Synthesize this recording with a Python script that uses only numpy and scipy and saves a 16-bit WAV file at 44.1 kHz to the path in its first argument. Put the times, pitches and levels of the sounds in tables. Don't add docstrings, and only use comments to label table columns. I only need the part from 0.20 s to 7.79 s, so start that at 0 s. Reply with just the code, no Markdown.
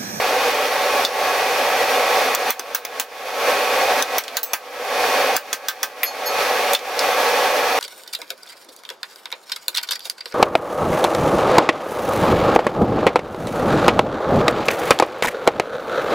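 import sys
import numpy as np
from scipy import signal
from scipy.fft import rfft, irfft, next_fast_len
from scipy.io import wavfile
from scipy.ndimage import uniform_filter1d, minimum_filter1d

SR = 44100
rng = np.random.default_rng(int(sys.argv[2]) if len(sys.argv) > 2 else 0)


def wav_out(sig):
    wavfile.write(sys.argv[1], SR, np.round(np.clip(np.atleast_2d(sig).T, -1, 1) * 32767).astype(np.int16))


N = 334719
TIME = np.arange(N) / SR
HIT_TIME = TIME[:SR // 2]


def from_db(db):
    return 10 ** (np.asarray(db) / 20)


def rms_one(x):
    return x / np.sqrt(np.mean(x ** 2) + 1e-20)


def at_hz(points, hz):
    f, db = np.transpose(points)
    return np.interp(np.log(hz), np.log(f), db)


def bins(size):
    return np.maximum(np.fft.rfftfreq(size, 1 / SR), 1)


def drift(rate):
    knots = rng.standard_normal(1024)
    return np.interp(TIME * rate, np.arange(len(knots)), knots)


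def noise(level_db, width, size):
    mid, side = rfft(rng.standard_normal((2, size))) * from_db(level_db)
    side = side * from_db(at_hz(width, bins(size)))
    return rms_one(irfft([mid + side, mid - side], size))


# (frequency [Hz], relative level [dB per Hz])
AIR_AND_FIRE_RUSH = [(20, -33), (60, -30), (130, -27.5), (210, -24.5), (265, -11.5), (365, -14.5),
                     (410, -4), (850, -1.5), (1400, -8.5), (2500, -9), (2750, -13), (6100, -19),
                     (7600, -27), (10000, -26.5), (11800, -24.5), (16000, -28.5)]
# (frequency [Hz], width [Hz], boost over the rush [dB])
HOUSING_RESONANCES = [(495, 73, 8.5), (578.4, 79, 6.5), (678, 10, 14), (751.6, 91, 7.5), (868, 85, 2),
                      (1103, 112, 7), (1297, 24, 8.5), (1674, 28, 9), (1820, 22, 2.5), (1937, 12.4, 10.5),
                      (2070, 20, -1), (2165, 32, 5.5), (2325, 13, 3.5), (2850, 15, 9), (3270, 34, 6),
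                      (3556, 56, 8), (4424, 116, 7), (5620, 25, 10.5)]
# (frequency [Hz], width [Hz], change to the rush [dB])
RESONANCE_HOLLOWS = [(666, 49, -9.5), (1010, 130, -5.5), (1258, 27, -7), (2280, 56, -4.5)]
# (frequency [Hz], side minus mid [dB])
ROAR_STEREO_WIDTH = [(60, -15), (120, -9), (240, -17), (480, -27.5), (950, -13.5), (1890, -10), (3770, -6),
                     (7520, -5.5), (15000, -5.5)]
# (frequency [Hz], level around which it flickers [dB rms])
FAN_WHINE = [(967, -54.5), (1207, -58), (1296, -42), (1552, -41), (2176, -47), (2330, -39), (2493, -36),
             (2621, -43)]
ROAR_DB = -18.0
STEP_ASIDE_S, STEP_LENGTH_S, UNSCREENED_DB = 6.9, 0.31, 0.5


def blower(flutter_db=1.02, waver=0.001478, whine_flicker_db=2.5):
    size = next_fast_len(N)
    hz = bins(size)
    colour = at_hz(AIR_AND_FIRE_RUSH, hz)
    for f, width, db in HOUSING_RESONANCES + RESONANCE_HOLLOWS:
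        colour = colour + db / (1 + ((hz - f) / (width / 2)) ** 2) ** 1.82
    aside = np.clip((TIME - STEP_ASIDE_S) / STEP_LENGTH_S, 0, 1)
    level_db = ROAR_DB + UNSCREENED_DB * aside + flutter_db * drift(24)
    rush = from_db(level_db) * noise(colour, ROAR_STEREO_WIDTH, size)[:, :N]

    speed = 1 + waver * drift(10)
    turned = np.cumsum(speed) / SR
    whine = 0
    for f, db in FAN_WHINE:
        channel_phase = rng.normal(0, .2, (2, 1))
        phase = 2 * np.pi * f * turned + .5 * drift(20) + channel_phase
        level = np.sqrt(2) * from_db(db + whine_flicker_db * drift(18))
        whine = whine + level * np.sin(phase)
    return rush + whine


def dying(t60):
    return from_db(-60 * HIT_TIME / t60)


def ring(modes, scatter_db, flutter_db=0):
    out, knots = 0, HIT_TIME[::256]
    for hz, db, t60 in modes:
        grip, slip = [np.interp(HIT_TIME, knots, k) for k in rng.standard_normal((2, len(knots)))]
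        start_phase = rng.uniform(0, 2 * np.pi) + rng.normal(0, 0.4, (2, 1))
        phase = start_phase + np.log(from_db(flutter_db)) * slip
        level = from_db(db + scatter_db * rng.normal() + flutter_db * grip)
        out = out + level * dying(t60) * np.sin(2 * np.pi * hz * HIT_TIME + phase)
    return out


def short_power(x):
    return np.maximum(uniform_filter1d(np.mean(x ** 2, axis=0), SR // 500), 1e-12)


def add(out, s, db, sound):
    start = round(s * SR)
    part = sound[:, :N - start] / np.sqrt(short_power(sound).max())
    out[:, start:start + part.shape[1]] += from_db(db) * part


# (frequency [Hz], relative level [dB per Hz])
SHED_ECHO_COLOUR = [(150, 2), (400, -5.5), (800, 3), (1500, 2.5), (2500, 0.5), (6000, -4.5), (8000, -12),
                    (12000, -9.5), (16000, -5)]
# (frequency [Hz], side minus mid [dB])
HIT_STEREO_WIDTH = [(300, -6), (1500, -12), (6000, -9), (14000, -12)]


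def impact(colour_db, crack_t60, echo_db, echo_tilt_db, uneven_db=5.0, echo_t60=0.11):
    size = len(HIT_TIME)
    hz = bins(size)
    uneven = uneven_db * np.interp(hz, np.linspace(0, SR / 2, 48), rng.standard_normal(48))
    crack = noise(colour_db + uneven, HIT_STEREO_WIDTH, size) * dying(crack_t60)
    echo_colour = at_hz(SHED_ECHO_COLOUR, hz) + echo_tilt_db + uneven / 2
    echo = noise(echo_colour, HIT_STEREO_WIDTH, size) * dying(echo_t60)
    return crack + from_db(echo_db) * echo


# (time [s], level [dB], pitch of the contact [Hz],
# narrowness [dB per octave], tool ring before the shared trim [dB])
TOOL_KNOCKS = [(.8495, 0, 4300, 30, -2), (5.8325, 8, 2300, 19, -24), (6.5495, 6, 3500, 8, 0),
               (4.0378, -8, 5500, 8, -12), (4.0807, -6, 3500, 12, -12), (6.5335, -10, 11000, 6, -12),
               (6.592, -15, 4000, 10, -12), (6.792, -7, 4900, 20, -14)]
# (frequency [Hz], relative level [dB], t60 [s])
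TOOL_RING = [(2600, -22, .09), (3530, 4, 0.055), (4330, -1, .035), (4670, -15, .05)]
# (time [s], rise [s], level [dB], brightness [dB per octave])
CLINK_AND_SLIDES = [(5.831, 0.0023, 2, 27), (5.848, 0.036, -12, -3.5), (6.053, 0.027, -17, -1)]
# (frequency [Hz], relative level [dB], t60 [s])
CLINK_AND_SLIDE_MODES = [(4370, -0.5, .14), (5050, -1, 0.1), (5750, -10, .11), (6620, -2, .13),
                         (11330, 2, 0.1), (12080, 4, .09), (15430, -11, .08)]


def tools(ring_trim_db=-6, skirt_db=26):
    out, hz = np.zeros((2, N)), bins(len(HIT_TIME))
    for s, db, pitch_hz, narrowness, tool_db in TOOL_KNOCKS:
        octaves_away = np.abs(np.log2(hz / pitch_hz))
        colour = -np.minimum(narrowness * octaves_away, skirt_db)
        hit = impact(colour, crack_t60=0.011, echo_db=-11, echo_tilt_db=colour * 0.6, uneven_db=4.0)
        rung = ring(TOOL_RING, scatter_db=1.5)
        add(out, s, db, hit + from_db(ring_trim_db + tool_db) * rung)
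    for s, rise, db, bright in CLINK_AND_SLIDES:
        onset = np.minimum(HIT_TIME / rise, 1) ** 1.46
        modes = [(f, mode_db + bright * np.log2(f / 1000), t60) for f, mode_db, t60 in CLINK_AND_SLIDE_MODES]
        sung = ring(modes, scatter_db=1, flutter_db=1.5)
        add(out, s, db, onset * sung)
    return out


# (time [s], level [dB])
HAMMER_BLOWS = [(2.149, -2.5), (2.3048, 12.5), (2.3945, 1.5), (2.5482, 14), (2.6503, 2), (2.798, 13.5),
                (3.824, 0.5), (3.9826, 11.5), (4.169, 14), (4.3334, 14.5), (5.1649, 10.5), (5.329, 12.5),
                (5.4843, 14.5), (5.6308, 14.5)]
# (frequency [Hz], relative level [dB per Hz])
CRACK_COLOUR = [(200, -30), (700, 0), (1500, 0.5), (2500, -10), (4500, -2.5), (5900, 6), (7500, -3),
                (10000, -4), (13500, 2), (16000, 2.5)]
# (frequency [Hz], relative level [dB], t60 [s])
VICE_RING = [(1247, -6, 0.15), (1562, -2, 0.14), (1740, -11, 0.17), (2530, -12, 0.14), (3000, -19, 0.12),
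             (3430, 0.5, 0.063), (5720, -0.5, 0.035), (6210, 5.5, 0.031)]
# (time [s], level [dB])
PUNCH_PINGS = [(4.231, 5)]
# (frequency [Hz], relative level [dB], t60 [s])
PUNCH_RING = [(4020, -12, .08), (6304, -18, 0.35), (7063, -22, .3), (7940, -19, 0.36), (10900, -14, .08),
              (12200, -6, .09), (12670, -3, .1), (13860, -12, .18), (14360, 1, .09), (14800, -7, .11),
              (15400, 6, .08)]
FIRM_DB, FIRM_TILT_DB, VICE_RING_DB, SHED_ECHO_DB = 13, 0.6, -15, -7
TILT_PER_DB, RING_PER_DB, ECHO_PER_DB = 0.11, 0.1, 0.37
COOLING_DB_PER_S, HALF_COOLED_S = 1.8, 4.6


def hammering():
    out, hz = np.zeros((2, N)), bins(len(HIT_TIME))
    for s, db in HAMMER_BLOWS:
        force = db - FIRM_DB
        tilt = (FIRM_TILT_DB + TILT_PER_DB * force) * np.log2(hz / 1000)
        vice_db = VICE_RING_DB + RING_PER_DB * force + COOLING_DB_PER_S * (s - HALF_COOLED_S)
        echo_db = SHED_ECHO_DB + ECHO_PER_DB * force
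        hit = impact(at_hz(CRACK_COLOUR, hz) + tilt, crack_t60=0.025, echo_db=echo_db, echo_tilt_db=tilt)
        add(out, s, db, hit + from_db(vice_db) * ring(VICE_RING, scatter_db=2.0))
    for s, db in PUNCH_PINGS:
        echo_tilt = 5.1 * np.log2(hz / 6000)
        hit = impact(at_hz(CRACK_COLOUR, hz), crack_t60=0.011, echo_db=0, echo_tilt_db=echo_tilt)
        add(out, s, db, hit + from_db(-4) * ring(PUNCH_RING, scatter_db=3, flutter_db=2.0))
    return out


def scene(steel_low_cut_hz=350, right_db=0.44):
    low_cut = signal.butter(3, steel_low_cut_hz, "high", fs=SR, output="sos")
    roar = blower()
    steel = signal.sosfilt(low_cut, tools() + hammering())
    return (roar + steel) * from_db([[-right_db], [right_db]])


def record(dry, threshold_db=-10.5, release_db_per_s=50.5, hold_s=0.0075, cutoff_hz=15900):
    over = np.maximum(10 * np.log10(short_power(dry)) - threshold_db, 0)
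    over = -minimum_filter1d(-over, SR // 600)
    recovery = release_db_per_s * TIME
    released = np.maximum.accumulate(over + recovery) - recovery
    held = np.maximum(released, np.interp(TIME - hold_s, TIME, released))
    limited = dry * from_db(-uniform_filter1d(held, SR // 1000))
    rounded = limited / (1 + (limited / .85) ** 10) ** (1 / 10)
    top_cut = signal.ellip(10, .1, 80, cutoff_hz, fs=SR, output="sos")
    return signal.sosfilt(top_cut, rounded)


dry = scene()
out = record(dry)
wav_out(out)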